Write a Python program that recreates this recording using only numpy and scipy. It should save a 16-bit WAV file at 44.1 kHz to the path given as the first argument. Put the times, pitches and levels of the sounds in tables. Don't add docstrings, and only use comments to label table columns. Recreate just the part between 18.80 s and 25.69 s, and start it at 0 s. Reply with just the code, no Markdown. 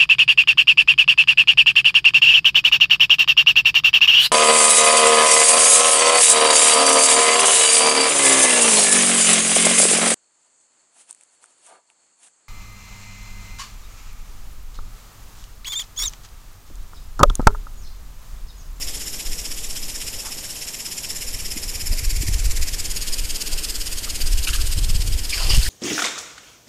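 import sys
import numpy as np
from scipy import signal
from scipy.fft import rfft, irfft, next_fast_len
from scipy.io import wavfile
from scipy.ndimage import uniform_filter1d

SR = 44100
rng = np.random.default_rng(int(sys.argv[2]) if len(sys.argv) > 2 else 0)


def invert_db(x):
    u = np.asarray(x, float) / 20
    return 10 ** u


def dump(signal):
    limited = np.clip(np.atleast_2d(signal).T, -1, 1)
    pcm = np.round(limited * 32767).astype(np.int16)
    wavfile.write(sys.argv[1], SR, pcm)


N = 303849

# time_s, turns_so_far
SPINNER_TURNS = [(-0.036, -3), (0.722, 9), (1.099, 15), (1.649, 24), (2.006, 30), (2.546, 39), (2.896, 45),
                 (3.25, 51), (3.772, 60), (4.113, 66), (4.617, 75), (5.128, 84), (5.302, 87), (5.985, 99),
                 (6.334, 105), (6.851, 114)]
# time_s, level_db, facing (0 away, 1 turning, 2 side-on, 3 towards, 4 past),
# puff_share (0-1, spinner running)
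JET = [(0, -31, 0.13, 0.95), (1, -32.5, .05, 0.87), (1.25, -31, 0.04, 0.79), (1.5, -31.5, 0.045, 0.64),
       (2, -32, .05, 0.86), (2.4, -31.5, 0.46, 0.85), (2.8, -31.5, 0.39, 0.81), (3.2, -31, 1.4, 0.66),
       (3.6, -31.5, 1.8, 1), (4, -30.5, 2.37, 0.88), (4.3, -28.5, 3.4, 0.93), (5.4, -29, 3.4, 0.72),
       (5.8, -27, 3.55, 0.56), (6.1, -30, 3.86, 1), (6.45, -30, 3.3, 0.69), (6.6, -28.5, 3.95, 0.11),
       (6.9, -21.5, 3.6, 0.043)]
# pitch_hz, peak_half_width_turns, shelf_share, shelf_start_turns, shelf_end_turns
PUFF_OUTLINE = [(1500, 0.039, 0.11, -0.29, 0.17), (3000, 0.18, 0.26, -0.25, 0.16),
                (5170, 0.13, 0.18, -0.27, 0.15), (7500, 0.11, 0.13, -0.29, 0.17),
                (10800, 0.23, 0.43, -0.16, 0.16), (13000, .12, 0.7, -0.32, 0.21)]
# pitch_hz, density_db_per_hz
PUFF_COLOURS = [
    [(1400, -16.5), (2900, -9), (4200, -14), (4750, -12.5), (5200, 1), (5550, -1), (6150, -12.5),
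     (7100, -2.5), (8800, -12.5), (10300, -10.5), (12000, -18.5), (14200, -22)],
    [(1200, -21), (2350, -5.5), (3000, -8), (3800, -22.5), (5250, 5.5), (6200, -18.5), (7200, 2.5),
     (8100, -15.5), (10200, -5.5), (11200, -8), (13500, -12), (14200, -21)],
    [(1000, -18), (2300, -4.5), (3000, -10.5), (3700, -10.5), (4700, -3), (5750, -1.5), (6900, -2),
     (7500, 2), (8700, -15), (9900, -7), (11000, -12), (14200, -14)],
    [(1000, -28), (2000, -11.5), (2950, -9.5), (3700, -13.5), (5100, 1.5), (5900, -13.5), (6800, 2.5),
     (7600, -11.5), (8100, -8.5), (9400, -9.5), (12500, -15.5), (14200, -17)],
    [(1000, -15), (2000, -19.5), (3000, -4.5), (3800, -10.5), (5100, -1.5), (5850, -10), (6300, -11),
     (7700, -5.5), (9400, -10.5), (10600, -18.5), (11500, -15), (14200, -21)],
]
# pitch_hz, density_db_per_hz
MIST_COLOURS = [
    [(1000, -28), (1400, -30), (2200, -20), (3200, -18), (4500, -22.5), (5500, -11.5), (6200, -25.5),
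     (7000, -14.5), (8500, -21), (10500, -19.5), (12000, -19.5), (14200, -22.5)],
    [(1100, -29.5), (1500, -23.5), (2300, -12), (3200, -20), (4200, -18.5), (5400, -12.5), (6200, -15.5),
     (7000, -13), (8500, -18), (10000, -17), (12000, -21), (14200, -28)],
    [(1000, -31), (1500, -21), (2100, -21), (3000, -16), (3700, -21), (5000, -15.5), (6000, -19),
     (7000, -18.5), (8500, -17.5), (10000, -19.5), (12000, -23.5), (14200, -22.5)],
]
# pitch_hz, density_db_per_hz
LANDING_COLOUR = [(3500, -26.5), (5500, -10.5), (6200, -13), (7050, -9), (9000, -17)]
# turn, level_db
UNEVEN_TURNS = [(13, 2.5), (16, -0.5), (17, 0), (18, 1.5), (25, -1), (26, -3), (35, 1.5), (42, 0.5),
                (43, -0.5), (48, 1), (57, -3.5), (65, -2), (67, -0.5), (70, 0), (72, -3), (75, 1.5),
                (79, 1), (84, -1), (89, 2.5), (95, 0.5), (96, -0.5), (105, -1.5)]

# time_s, level_db, gurgle_relative_db
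GUSH = [
    (6.48, -51, -9),
    (6.492, -39, -18),
    (6.544, -21, -46),
    (6.56, -27, -18),
    (6.688, -25, -13),
    (6.706, -17, -20),
    (6.81, -29.5, -20),
    (6.868, -38, -20),
    (6.89, -50, -1),
]
# pitch_hz, density_db_per_hz
GUSH_COLOUR = [(710, -49), (1200, -5.5), (1300, -24), (1770, -10), (3000, 3), (3870, -8.5), (4760, 4.5),
               (5330, 1.5), (5900, -11), (6750, -4.5), (8040, -7), (14000, -18.5)]
# pitch_hz, density_db_per_hz
GURGLE_COLOUR = [(150, -13), (350, -4), (700, 1.5), (1100, -2), (1500, -22)]
# start_s, level_db, length_s, pitch_factor
FLANK_HITS = [
    (5.668, -23.5, 0.026, 0.97),
    (5.729, -25.5, 0.022, 1.08),
    (5.783, -43, .035, 0.91),
]
# pitch_hz, relative_db, length_share, lag_s
FLANK_RESONANCES = [(1490, -10, 1.4, 0.00067), (2740, -2.5, 0.77, .001), (3850, -7, .85, .001),
                    (7500, -3, 1, 0.0014)]
# start_s, level_db, pitch_hz, length_s
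BITES = [(6.492, -29, 6500, 0.024), (6.522, -38, 5000, 0.033), (6.523, -29, 2370, 0.036),
         (6.573, -37.5, 1600, 0.03), (6.6, -36.5, 1140, .039), (6.622, -29, 4700, 0.028),
         (6.639, -39, 1070, 0.023), (6.682, -34, 350, 0.034), (6.689, -26, 5000, 0.034),
         (6.698, -28, 3000, 0.033), (6.732, -36.5, 704, 0.019), (6.738, -31, 2880, .025),
         (6.743, -25, 7500, 0.022), (6.762, -25, 7500, 0.017), (6.629, -30, 7000, 0.0071),
         (6.828, -26, 7500, 0.014), (6.825, -27, 4340, 0.02), (6.85, -31, 1730, 0.03)]
# start_s, level_db, pitch_hz, length_s
LAWN_KNOCKS = [(0.951, -34, 6500, 0.016), (1.41, -52, 880, 0.12), (1.438, -44, 1150, 0.044),
               (1.473, -47, 1240, 0.03), (3.121, -46.5, 640, .03), (4.688, -46, 297, 0.026),
               (4.719, -43.5, 715, 0.038), (5.26, -43, 1230, 0.03), (5.387, -39.5, 334, 0.025),
               (5.722, -40, 1500, 0.016), (5.75, -36, 1340, 0.011), (5.743, -32, 8000, 0.028),
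               (5.783, -41, 1400, 0.013), (5.8, -45, 1450, .016)]
# start_s, peak_db, pitch_hz
FAT_DROPS = [(2.6628, -18, 5030), (3.016, -17, 5320), (3.131, -10, 5100), (4.5057, -18, 5010),
             (4.6168, -10, 4740), (4.9018, -12, 5050), (4.9566, -12, 4660), (5.017, -12, 5060),
             (5.672, -14, 2690), (5.6824, -15, 2840), (5.69, -6, 2800), (5.741, -12, 4120),
             (6.5256, -14, 5230), (6.534, -9, 4460), (6.629, -14, 4510), (6.7056, -10, 5070),
             (6.71, -13, 3280), (6.7484, -9, 2900), (6.754, -13, 2980), (6.8309, -18, 4380),
             (6.8634, -10, 4530)]

# time_s, strength_db, turbulence_db
WIND = [(0, -26.5, -6), (.3, -34.5, -3.5), (.5, -31, -1.5), (1, -31, -5.5), (1.3, -35, 2.5), (2.1, -44, 10),
        (2.5, -30, -5), (3, -33, 5.5), (3.15, -29, 2), (3.45, -27.5, 6), (3.75, -21, -7), (4.1, -26.5, -5),
        (4.6, -30, -12), (5.3, -27.5, -4), (5.5, -27, 0.5), (6.2, -27, 1), (6.55, -26, -6), (6.8, -19, -5)]
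# pitch_hz, density_db_per_hz
HEAVE_COLOUR = [(3, 7.5), (8, -7), (18, -0.5), (30, -12)]
# pitch_hz, density_db_per_hz
BUFFET_COLOUR = [(15, -15.5), (24, -1), (45, -4.5), (75, -19.5)]
# pitch_hz, density_db_per_hz
FLUTTER_COLOUR = [(40, -30), (58, 12), (100, -4), (150, -16.5), (250, -23)]
# start_s, peak_db, pitch_hz
WIND_PULSES = [(3.023, -26, 73), (3.098, -18.0, 73), (3.191, -21, 55), (3.225, -18.5, 72),
               (3.259, -16.2, 48), (3.333, -27, 73), (3.369, -19, 64), (3.4, -18, 97.5), (3.483, -15, 83.5),
               (3.486, -23, 148), (3.496, -19, 48), (3.506, -20, 84), (3.537, -15, 63.5), (3.586, -20.5, 73),
               (3.657, -21, 97), (3.682, -19, 73), (3.794, -17.5, 55.5), (4.432, -24.5, 73), (5.43, -20, 64),
               (5.539, -16.5, 64), (5.586, -15.9, 55.5), (5.685, -16.5, 48), (5.695, -25, 84),
               (5.79, -14, 46.9), (5.837, -18.9, 74), (5.888, -20, 64), (5.965, -13.2, 73.4),
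               (5.973, -24, 148), (5.996, -23.7, 73), (6.02, -22.9, 112), (6.041, -17, 47.7),
               (6.081, -21, 84), (6.094, -24, 130), (6.123, -20, 73), (6.147, -16, 84), (6.149, -24, 148),
               (6.181, -20, 55), (6.191, -25, 129), (6.221, -24.4, 73), (6.244, -18, 84), (6.277, -19.2, 84),
               (6.305, -21, 85), (6.342, -18, 64), (6.395, -23.3, 73), (6.622, -25, 73), (6.64, -16, 73),
               (6.699, -18, 48), (6.701, -16.4, 84), (6.724, -15, 73), (6.731, -22.1, 147), (6.759, -32, 97),
               (6.773, -23, 197), (6.773, -9.5, 112), (6.78, -24.9, 112), (6.785, -13, 55.3),
               (6.875, -17, 63),
               (0.448, -15.5, 18.3), (0.803, -19.4, 14.6), (0.961, -21, 12), (2.849, -22, 25),
              (3.068, -19, 46), (3.071, -11, 26), (3.109, -17, 23), (3.239, -10.8, 24), (3.312, -16, 27),
              (3.385, -14, 40), (3.407, -19, 15), (3.456, -15, 42), (3.517, -11, 34), (3.587, -16.4, 43),
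              (3.612, -12.5, 32.5), (3.644, -12, 50), (3.65, -9.5, 15.2), (3.757, -15.5, 15),
              (3.931, -16, 14), (4.076, -20, 28), (4.167, -19, 22), (4.261, -16.5, 14), (4.385, -11.5, 25),
              (4.411, -15, 35), (4.493, -21.5, 18.3), (4.705, -14, 18), (5.069, -28, 25),
              (5.404, -12, 16.7), (5.503, -6.5, 27), (5.507, -13.6, 12), (5.576, -14, 23.5),
              (5.728, -15.4, 15), (5.736, -18.6, 37), (5.765, -14.5, 32.5), (5.824, -12.5, 19),
              (5.834, -14, 36), (5.909, -15, 16.4), (5.995, -13, 41), (6.018, -12.5, 32), (6.061, -20, 24),
              (6.088, -9.2, 16), (6.137, -16, 40), (6.18, -18, 15.8), (6.193, -12, 31), (6.255, -14, 29),
              (6.301, -10.5, 21), (6.336, -17, 45), (6.391, -17, 22), (6.498, -23, 14.6), (6.582, -15, 29),
              (6.614, -16, 14), (6.624, -15.0, 42), (6.71, -10.0, 42), (6.729, -7, 20.4), (6.76, -9, 41.5),
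              (6.784, -20.8, 15),
               (1.24, -37, 90), (2.52, -28, 41), (2.529, -30, 70), (4.861, -22.5, 36.7), (4.97, -21, 31),
              (2.537, -31, 109), (2.764, -23, 239), (3.123, -28, 230), (3.432, -22, 272), (3.488, -30, 280),
              (5.986, -28, 288), (6.777, -26, 300)]

# pitch_hz, density_db_per_hz
YARD_COLOUR = [(53, -33), (90, -2.5), (157, -1), (257, -3.5), (289, -5.5), (353, -6.5), (401, -4.5),
               (514, -7.5), (970, -11.5), (1500, -18.5), (1950, -14), (3300, -120)]
# pitch_hz, density_db_per_hz
HUM_COLOUR = [(240, -21), (300, 0), (360, -17.5), (440, -4), (500, -13.5)]


def evened(x):
    return x / np.sqrt(np.mean(x ** 2) + 1e-20)


def read(points, hz, column=1):
    table = np.transpose(points)
    return np.interp(np.log(hz + 1), np.log(table[0] + 1), table[column])


def closed(points, hz, slope_db=30):
    octaves = np.log2((hz + 1) / np.clip(hz + 1, points[0][0], points[-1][0]))
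    return read(points, hz) - slope_db * abs(octaves)


def blend(colours, hz, place):
    return sum(np.outer(closed(c, hz), np.maximum(1 - abs(place - k), 0)) for k, c in enumerate(colours))


def curve(rows, t, column):
    table = np.transpose(rows)
    return np.interp(t, table[0], table[column])


def coloured(points):
    size = next_fast_len(N)
    spectrum = rfft(rng.standard_normal(size))
    gain = invert_db(closed(points, np.fft.rfftfreq(size, 1 / SR)))
    return evened(irfft(spectrum * gain, size)[:N])


def patchy(shape, bands, frames):
    across = uniform_filter1d(rng.standard_normal(shape), size=bands, axis=0)
    return evened(uniform_filter1d(across, size=frames, axis=1))


def droplets(size, per_s, spread_db):
    hit = rng.random(size) < per_s / SR
    sizes = invert_db(spread_db * np.minimum(rng.exponential(1, size), 3.4))
    clicks = hit * sizes * rng.choice([-1., 1.], size)
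    return evened(evened(clicks) + 0.54 * rng.standard_normal(size))


def turn_habits(bands):
    chance = rng.standard_normal((130, bands, 2))
    colour_db = 1.9 * evened(uniform_filter1d(chance[..., 0], size=3, axis=1))
    colour_db = colour_db + 0.4 * chance[:, :1, 1]
    for turn, db in UNEVEN_TURNS:
        colour_db[round(turn) + 4] += db
    late = 0.011 * evened(uniform_filter1d(chance[..., 1], size=25, axis=1))
    return colour_db, late


def puff_outline(hz, off, facing):
    width, shelf, start, end = (read(PUFF_OUTLINE, hz, column=k)[:, None] for k in range(1, 5))
    gate = (1 + np.tanh((off - start) / 0.04)) * (1 + np.tanh((end - off) / 0.07)) / 4
    peak = np.exp(-abs((off - 0.008 * facing + 0.004) / width) ** 1.5)
    return gate * (shelf + (1 - shelf) * peak)


def sprinkler():
    hz, t, z = signal.stft(droplets(N, 14000, spread_db=3.5), SR, nperseg=256, noverlap=208)
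    turns = curve(SPINNER_TURNS, t, column=1)
    facing = np.clip(curve(JET, t, column=2), 0, 4)
    away = np.maximum(1 - facing / 2, 0)
    puff_db = blend(PUFF_COLOURS, hz, facing)
    mist_db = blend(MIST_COLOURS, hz, np.minimum(facing / 1.64, 2))

    colour_db, late = turn_habits(len(hz))
    which = np.round(turns).astype(int) + 4
    off = turns - np.round(turns) - late[which].T - 0.016 * np.minimum(facing, 2) + 0.013
    puffs = invert_db(puff_db + colour_db[which].T) ** 2 * puff_outline(hz, off, facing)

    fall = np.exp(-((turns % 1 - 0.33) / 0.16) ** 2)
    landing = invert_db(closed(LANDING_COLOUR, hz))[:, None] ** 2 * away * fall
    whistle = invert_db(-10.5) ** 2 * np.exp(-((hz[:, None] - 11300) / 800) ** 2)
    lead = whistle * away * np.exp(-((off + 0.27) / 0.045) ** 2)

    mist = invert_db(mist_db + 1.0 * patchy(z.shape, bands=2, frames=60)) ** 2
    running = np.clip(curve(JET, t, column=3), 0, 1)
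    power = mist + running * (puffs + landing + lead)
    hiss = signal.istft(z * np.sqrt(power), SR, nperseg=256, noverlap=208)[1][:N]
    return invert_db(curve(JET, np.arange(N) / SR, column=1)) * evened(hiss)


def gush():
    t = np.arange(N) / SR
    hz, _, z = signal.stft(droplets(N, 5000, spread_db=1.5), SR, nperseg=256)
    blobs_db = 2.0 * patchy(z.shape, bands=5, frames=7)
    splash_gain = invert_db(closed(GUSH_COLOUR, hz)[:, None] + blobs_db)
    splash = signal.istft(z * splash_gain, SR, nperseg=256)[1][:N]
    gurgle = invert_db(curve(GUSH, t, column=2)) * coloured(GURGLE_COLOUR)
    flicker = invert_db(1.8 * evened(uniform_filter1d(rng.standard_normal(N), size=500)))
    fade_in = np.clip((t - GUSH[0][0]) / 0.03, 0, 1)
    return invert_db(curve(GUSH, t, column=1) - 2.5) * fade_in * flicker * (evened(splash) + gurgle)


def ring_width(hz):
    if hz < 1175:
        return hz * 0.62
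    return hz * (1 if hz > 6000 else 0.2)


def spatters():
    out = np.zeros(N)
    flank = [(s + lag, db + rel_db, hz * pitch, length * share)
             for s, db, length, pitch in FLANK_HITS
             for hz, rel_db, share, lag in FLANK_RESONANCES]
    for s, db, hz, length in LAWN_KNOCKS + flank + BITES:
        size, width = int(length * SR), ring_width(hz)
        drops = droplets(size=6000, per_s=3500, spread_db=4.0)
        band = signal.butter(2, [hz - width / 2, hz + width / 2], "band", fs=SR)
        ring = signal.lfilter(*band, drops)
        i = np.arange(size)
        fade = np.minimum(i / (0.14 * size), 1) * np.minimum(i[::-1] / (0.25 * size), 1)
        part = out[round(s * SR):][:size]
        part += (invert_db(db) * evened(ring)[-size:] * fade)[:len(part)]
    return out


def fat_drops():
    out = np.zeros(N)
    for s, db, hz in FAT_DROPS:
        cycles = np.arange(400) * hz / SR
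        rise = cycles / 1.8
        part = out[round(s * SR):][:len(cycles)]
        part += (invert_db(db - 8) * np.sin(2 * np.pi * cycles) * rise * np.exp(1 - rise))[:len(part)]
    return out


def steadied(x, size):
    return evened(x / (uniform_filter1d(x ** 2, size) + 0.078) ** 0.83)


def wind():
    t = np.arange(N) / SR
    strength_db, rough_db = curve(WIND, t, column=1), curve(WIND, t, column=2)
    heave = steadied(coloured(HEAVE_COLOUR), size=9000)
    lumps = steadied(coloured(BUFFET_COLOUR), size=5000)
    haste = uniform_filter1d(evened(np.gradient(lumps)) ** 2, size=500)
    flutter = steadied(coloured(FLUTTER_COLOUR) * (0.21 + haste) ** 1.02, size=6000)
    over_db = strength_db + 31.5
    buffet = invert_db(-7 + 0.34 * over_db + 0.33 * rough_db) * lumps
    flutter = invert_db(-12.5 + 0.42 * over_db + rough_db) * flutter
    return invert_db(strength_db) * (heave + buffet + flutter)


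def snaps():
    out = np.zeros(N)
    for s, db, hz in WIND_PULSES:
        cycles = np.arange(int(2 * SR / hz)) * hz / SR
        fade = np.sin(np.pi * cycles / 2) * np.exp(-0.6 * cycles)
        part = out[round(s * SR):][:len(cycles)]
        part -= (invert_db(db + 2.9) * np.sin(2 * np.pi * cycles) * fade)[:len(part)]
    return out


def yard():
    facing = np.clip(curve(JET, np.arange(N) / SR, column=2), 0, 3)
    drift = uniform_filter1d(uniform_filter1d(rng.standard_normal(N), size=1200), size=1200)
    rustle = invert_db(1.4 * np.tanh(evened(drift)))
    wash = invert_db(-45.3) * evened(rustle * coloured(YARD_COLOUR))
    hums = invert_db(-57 + 2 * facing) * coloured(HUM_COLOUR)
    return wash + hums


def scene():
    water = sprinkler() + gush() + spatters() + fat_drops()
    return (water + wind() + snaps() + yard())[None]


def roll_off(x):
    return signal.sosfilt(signal.butter(12, 15040, fs=SR, output="sos"), x)


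def record(dry):
    held = 0.95 * np.tanh(dry / 0.95)
    low_pass = signal.firwin(2047, 14195, window=("kaiser", 9), fs=SR)
    mix = signal.oaconvolve(held, low_pass[None], "same")
    return roll_off(mix)


dry = scene()
out = record(dry)
dump(out)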